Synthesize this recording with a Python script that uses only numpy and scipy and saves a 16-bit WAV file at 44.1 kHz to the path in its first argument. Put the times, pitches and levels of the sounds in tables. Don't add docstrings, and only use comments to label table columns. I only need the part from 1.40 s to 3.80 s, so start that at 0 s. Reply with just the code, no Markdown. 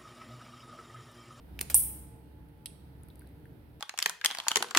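import sys
import numpy as np
from scipy import signal
from scipy.fft import rfft, irfft
from scipy.io import wavfile
from scipy.ndimage import uniform_filter1d

SR = 44100
rng = np.random.default_rng(int(sys.argv[2]) if len(sys.argv) > 2 else 0)


def store_wav(level_fs):
    pcm = np.round(np.clip(np.atleast_2d(level_fs), -1, 1) * 32767)
    wavfile.write(sys.argv[1], SR, pcm.T.astype(np.int16))


def volts_from_db(level):
    exponent = np.asarray(level, float) / 20
    return 10 ** exponent


N = 105840

# start_s, bright_level_db, t60_s, body_pitch_hz, body_level_db
CASING_CRACKS = [
    (0.191, -34, 0.016, 2600, -33.5),
    (0.2085, -36, 0.043, 2500, -47),
    (0.2117, -14.5, 0.0052, 9890, -17),
    (0.213, -34, 0.032, 434, -40),
    (0.2135, -32, 0.013, 9500, -36),
    (0.2167, -30, 0.004, 14500, -30.5),
    (0.2265, -45, 0.046, 9000, -45.5),
    (0.2995, -30.5, 0.0068, 11700, -30),
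    (0.3003, -32.5, 0.08, 11700, -42),
    (.303, -41.5, 0.15, 3100, -52),
]
PIVOT_SNAPS = [
    (.3438, -15, 0.014, 867, -33.5),
    (.3437, -27.5, .014, 8717, -11),
    (.344, -30, .012, 2600, -39),
    (.344, -29.5, .012, 6600, -27.5),
    (.3465, -25, 0.017, 12100, -22),
    (.352, -27, .012, 11440, -20.5),
    (.3578, -39, .015, 10530, -22),
    (.3617, -35.5, .008, 10800, -17.5),
    (.3645, -40, .02, 10680, -24),
    (.380, -43.5, .015, 9900, -26),
]
BLADE_CLINKS = [
    (1.2585, -33, 0.017, 9260, -30.5),
    (1.2588, -46, 0.025, 3545, -40.5),
    (1.2588, -52, 0.021, 2840, -44.5),
    (1.2588, -50.5, 0.032, 4840, -46),
    (1.2588, -48, 0.044, 7920, -54),
    (1.2588, -48.5, .02, 10940, -39),
    (1.2692, -60, 0.0072, 4420, -46),
    (1.2694, -60, .008, 3000, -47),
    (1.271, -58.5, 0.25, 3420, -67.5),
    (1.304, -68, 0.0074, 2560, -58),
]
BLADE_TICKS = [(1.087, -61, 0.0082, 5016, -80), (1.6338, -57, 0.011, 9330, -48.5),
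               (1.6855, -54.5, 0.015, 12540, -63), (1.702, -68.5, 0.028, 3630, -57.5),
               (1.7563, -53, 0.011, 9100, -55), (1.794, -52, .012, 9900, -51),
               (1.806, -67, 0.05, 4280, -73), (1.819, -65, 0.048, 1540, -58),
               (1.812, -73, .02, 2060, -61.5), (1.845, -72, 0.029, 1510, -62.5),
               (1.868, -70, 0.014, 4200, -64), (1.873, -54, 0.009, 8650, -70),
               (1.889, -72, 0.017, 8800, -67), (2.0555, -67, 0.023, 1680, -53.5)]

# pitch_hz, level_db
CASING_COLOUR = [(250, -32), (450, -5.5), (1000, -8), (2900, -8), (5000, -10), (6800, -12.5), (8500, -4),
                 (15000, -7), (16500, -26)]
SNAP_COLOUR = [(290, -46), (500, -15.5), (2190, -31), (4620, -21), (5190, -22.5), (9460, 1), (15100, -15),
               (16500, -32)]
CLINK_COLOUR = [(600, -55), (900, -33), (3300, -12), (5200, -16), (7100, -24), (9200, 0), (11500, -10),
                (13000, -30), (16500, -36)]
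TICK_COLOUR = [(2000, -35), (4500, 3.5), (7000, -34), (8300, 4), (12000, 5.5), (16000, -1), (16700, -28)]

# pitch_hz, level_db, t60_s
STEEL_MODES = [(8620, 13, .03), (9302, -5, .36), (9368, -7, .36), (9781, -1, .3), (9918, 0, .3),
               (10389, -7, .36), (10500, 0, .24), (10983, -6, .33), (11508, -4, .34), (11709, -4, .28),
               (12118, -9, .42), (12742, -5, .22), (13694, -7, .28), (14379, -11, .5)]
SHANK_MODES = [(2326, -12, .5), (2815, -8, .25), (3332, -10, .5), (4479, -6, .35), (4540, -6, .3),
               (4947, -4, .2), (5416, -10, .4), (5604, -6, .45), (5760, -4, .15), (6191, -10, .2),
               (6724, -3, .32), (6790, -4, .3), (7224, 0, .35), (7574, -5, .5)]
PLATE_MODES = [
    (861, -63, 6.5),
    (879, -58.5, 0.43),
    (857, -65, 2.2),
    (1062, -69, 0.92),
]
CLINK_MODES = [(3688, -14, .15), (7940, -8, .3), (8829, -10, .3), (9232, 0, .3), (9320, -2, .26),
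               (9803, -16, .4), (10550, -10, .25), (10830, -2, .17), (11000, -6, .12)]
# pitch_hz, level_db
SHIMMER_COLOUR = [(2000, -29.5), (5000, -26), (7400, -24), (8200, -6), (9600, -0.5), (12000, -5.5),
                  (15500, -9)]

# pitch_hz, t60_s
KITCHEN_DECAY = [(300, 0.11), (1500, 1), (4000, 0.86), (9000, 0.61), (16000, 0.17)]
# pitch_hz, level_db
LOW_TONE_COLOUR = [(20, -42), (46, -25.5), (62, 1), (270, -10.5), (420, -16), (530, -19.5), (950, -23),
                   (1150, -33.5), (1950, -56.5)]
# pitch_hz, level_db
HIGH_TONE_COLOUR = [(600, -48.5), (1300, 1.5), (2000, -3), (4400, -10.5), (6200, -21.5), (7500, -28.5),
                    (8100, -16.5), (12400, -8), (15800, -11)]
# start_s, level_db
ROOM_ACTIVITY = [(0, 5), (0.202, 10), (.5, 9.5), (.8, 3.5), (1.198, 2), (1.7, 5), (2.4, 3)]
# pitch_hz, correlation
LIKENESS = [(60, 1), (180, 0.73), (550, 0.28), (1650, -0.08), (4970, -0.0), (15000, -0.029)]
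# start_s, pitch_hz, level_db
ENGINE_DRONE = [(0.0, 64.5, -65), (0.06, 65.5, -52), (0.21, 62.5, -46.5), (0.27, 69.1, -61),
                (0.33, 65.8, -42), (0.75, 66.84, -56), (1.02, 66.7, -55), (1.18, 61, -70),
                (1.36, 68.23, -60), (1.61, 69.1, -51), (1.7, 66.4, -64.5), (1.77, 63.6, -54),
                (1.99, 69.6, -57), (2.059, 75.6, -74.5), (2.131, 68.2, -68), (2.4, 65.7, -67.5)]
# pitch_hz, width_hz, level_db
APPLIANCE_HUM = [(130, 48, -60.5), (159.7, 6.5, -66), (169.4, 6.95, -71), (298.1, 33, -64), (403, 4, -81),
                 (456.5, 4, -70.5), (573, 6.6, -82)]

SNAP_S, CLINK_S = 0.3438, 1.2585
CRACK_PAN_DB, SNAP_PAN_DB, CLINK_PAN_DB, TICK_PAN_DB = 1, 0.9, -3.5, 7
ROOM_EDGE_HZ = 15900


def evened(x):
    return x / np.sqrt(np.mean(x ** 2) + 1e-20)


def read(points, hz):
    f, value = np.transpose(points)
    return np.interp(np.log(hz + 1), np.log(f + 1), value)


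def add(mix, start_s, sound, pan_db):
    part = mix[:, round(start_s * SR):][:, :sound.shape[-1]]
    sides = volts_from_db(np.array([[pan_db / 2], [-pan_db / 2]]))
    part += (sound * sides)[:, :part.shape[1]]


def scissors():
    out = np.zeros((2, N))
    for impacts, colour, pan_db in ((CASING_CRACKS, CASING_COLOUR, CRACK_PAN_DB),
                                    (PIVOT_SNAPS, SNAP_COLOUR, SNAP_PAN_DB),
                                    (BLADE_CLINKS, CLINK_COLOUR, CLINK_PAN_DB),
                                    (BLADE_TICKS, TICK_COLOUR, TICK_PAN_DB)):
        for start_s, *row in impacts:
            add(out, start_s, crack(colour, *row), pan_db)
    add(out, SNAP_S, ringing_steel(), SNAP_PAN_DB)
    add(out, SNAP_S, plate_and_shanks(), CRACK_PAN_DB)
    add(out, CLINK_S, volts_from_db(-54.5) * ring(CLINK_MODES, 0.8, skew=0.93), CLINK_PAN_DB)
    return out


def crack(colour, db, t60, body_hz, body_db, apart=1.2, width=0.1):
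    size = 4096
    t, f = np.arange(size) / SR, np.fft.rfftfreq(size, 1 / SR)
    noise = rng.standard_normal((3, size))
    sides = noise[0] + apart * noise[1:]
    bright = evened(irfft(rfft(sides) * volts_from_db(read(colour, f)), size))
    modes_hz = body_hz * (1 + width * rng.uniform(-0.92, 1, (5, 1, 1)))
    lead = rng.standard_normal((5, 2, 1))
    body = np.sin(2 * np.pi * modes_hz * t + 0.7 * lead).sum(0)
    attack = np.sin(np.pi / 2 * np.minimum(t / 0.00033, 1)) ** 2
    fade = volts_from_db(-60 * t / t60) * attack
    burst = volts_from_db(db) * evened(bright * fade) + volts_from_db(body_db) * evened(body * fade)
    return burst * np.sqrt(np.mean(fade ** 2))


def ring(modes, seconds, skew=0.28):
    t = np.arange(round(seconds * SR)) / SR
    hz, db, t60 = np.transpose(modes)[:, :, None]
    phase = rng.random(hz.shape) * 2 * np.pi
    lead, pan = rng.standard_normal((2, *hz.shape))
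    sides = []
    for k in (0.5, -0.5):
        level = volts_from_db(db + k * 0.94 * pan - 60 * t / t60)
        sides.append(level * np.sin(2 * np.pi * hz * t + phase + k * skew * lead))
    return np.sum(sides, axis=1) * np.minimum(t / 0.00029, 1)


def ringing_steel():
    count = 450
    draw = rng.random((count, 3))
    hz = 2000 + 13800 * (np.arange(count) + 2 * draw[:, 0]) / 452
    spread_db = 2.5 * (1 + (hz < 7600))
    db = read(SHIMMER_COLOUR, hz) + spread_db * np.log(draw[:, 1] + 0.02)
    t60 = 0.37 * (0.6 + 0.8 * draw[:, 2])
    shimmer = volts_from_db(-34) * ring(np.c_[hz, db, t60], 0.7, skew=2.4)
    return shimmer + volts_from_db(-26) * ring(STEEL_MODES, 0.7, skew=0.8)


def plate_and_shanks():
    return ring(PLATE_MODES, 2.06) + volts_from_db(-57) * ring(SHANK_MODES, 2.06, skew=1.1)


def kitchen(x):
    first = 160
    taps = np.zeros((2, 30000))
    at = np.arange(first, 29900, 20) + rng.integers(0, 20, (2, 1487))
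    np.put_along_axis(taps, at, rng.choice([-1., 1.], at.shape), 1)
    hz, t, z = signal.stft(taps, SR, nperseg=256)
    decay = volts_from_db(-60 * t / read(KITCHEN_DECAY, hz)[:, None])
    tail = signal.istft(z * decay * (hz < ROOM_EDGE_HZ)[:, None], SR, nperseg=256)[1]
    tail[:, :first] = 0
    return signal.fftconvolve(x.mean(0)[None], tail / np.linalg.norm(tail[0]), axes=1)[:, :N]


def room_tone(colour, level_db, follow, patchy_db):
    frames, hz = N // 512 + 5, np.fft.rfftfreq(2048, 1 / SR)
    a, b, c, d, patches = rng.standard_normal((frames, 1025, 5)).T
    patches = uniform_filter1d(patches, size=16, axis=0)
    patches = evened(uniform_filter1d(patches, size=8, axis=1))
    same = np.clip(read(LIKENESS, hz), -1, 1)[:, None]
    left = a + 1j * b
    right = same * left + np.sqrt(1 - same ** 2) * (c + 1j * d)
    gain = volts_from_db(read(colour, hz)[:, None] + patchy_db * patches) * (hz < ROOM_EDGE_HZ)[:, None]
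    z = np.array([left, right]) * gain
    x = evened(signal.istft(z, nperseg=2048, noverlap=1536)[1][:, 1024:N + 1024])
    activity_db = np.interp(np.arange(N) / SR, *np.transpose(ROOM_ACTIVITY))
    return x * volts_from_db(level_db + follow * activity_db)


def machines():
    t = np.arange(N) / SR
    s, hz, db = np.transpose(ENGINE_DRONE)
    phase = 2 * np.pi * np.cumsum(np.interp(t, s, hz)) / SR
    drone = np.sqrt(2) * volts_from_db(np.interp(t, s, db)) * np.sin(phase)
    hum = sum(volts_from_db(level_db) * band(N, f_hz, width) for f_hz, width, level_db in APPLIANCE_HUM)
    return drone + hum


def band(size, hz, width):
    f = np.fft.rfftfreq(size, 1 / SR)
    response = 1 / (1 + (2 * (f - hz) / width) ** 2)
    return evened(irfft(rfft(rng.standard_normal(size)) * response, size))


def scene():
    close = scissors()
    tone = room_tone(LOW_TONE_COLOUR, -57, 0.71, 1.0) + room_tone(HIGH_TONE_COLOUR, -73, 0.78, 1.0)
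    return close + volts_from_db(-14) * kitchen(close) + tone + machines() * volts_from_db(np.array([[-0.3], [0.3]]))


def thinned(x):
    hz, t, z = signal.stft(x, SR, nperseg=2048, noverlap=1536)
    power = uniform_filter1d(np.log(abs(z).mean(0) + 1e-12), size=7, axis=0)
    power = uniform_filter1d(power, size=5, axis=1)
    around = uniform_filter1d(power, size=61, axis=0)
    midrange = ((hz > 1900) & (hz < 7700))[:, None]
    weak = (power < around + np.log(volts_from_db(-1.5))) & midrange
    lost = signal.istft(z * weak, SR, nperseg=2048, noverlap=1536)[1][:, :N]
    slope = np.diff(x.mean(0), prepend=0)
    level = signal.lfilter(np.r_[np.zeros(350), np.ones(512) / 512], 1, slope ** 2)
    return x - lost * np.clip(np.sqrt(abs(level)) / volts_from_db(-47) - 1, 0, 1)


def top_cut(x):
    return signal.sosfilt(signal.butter(12, 16670, fs=SR, output="sos"), x)


def record(dry):
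    f = np.fft.rfftfreq(N, 1 / SR)
    tilt_db = read([(200, 0.17), (1400, 4.7), (6000, 4.6), (12000, 0.72)], f)
    ports = volts_from_db(np.array([[-0.5], [0.5]]) * tilt_db)
    heard = irfft(rfft(dry) * ports * (f < 16670), N)
    return top_cut(thinned(heard))


dry = scene()
out = record(dry)
store_wav(out)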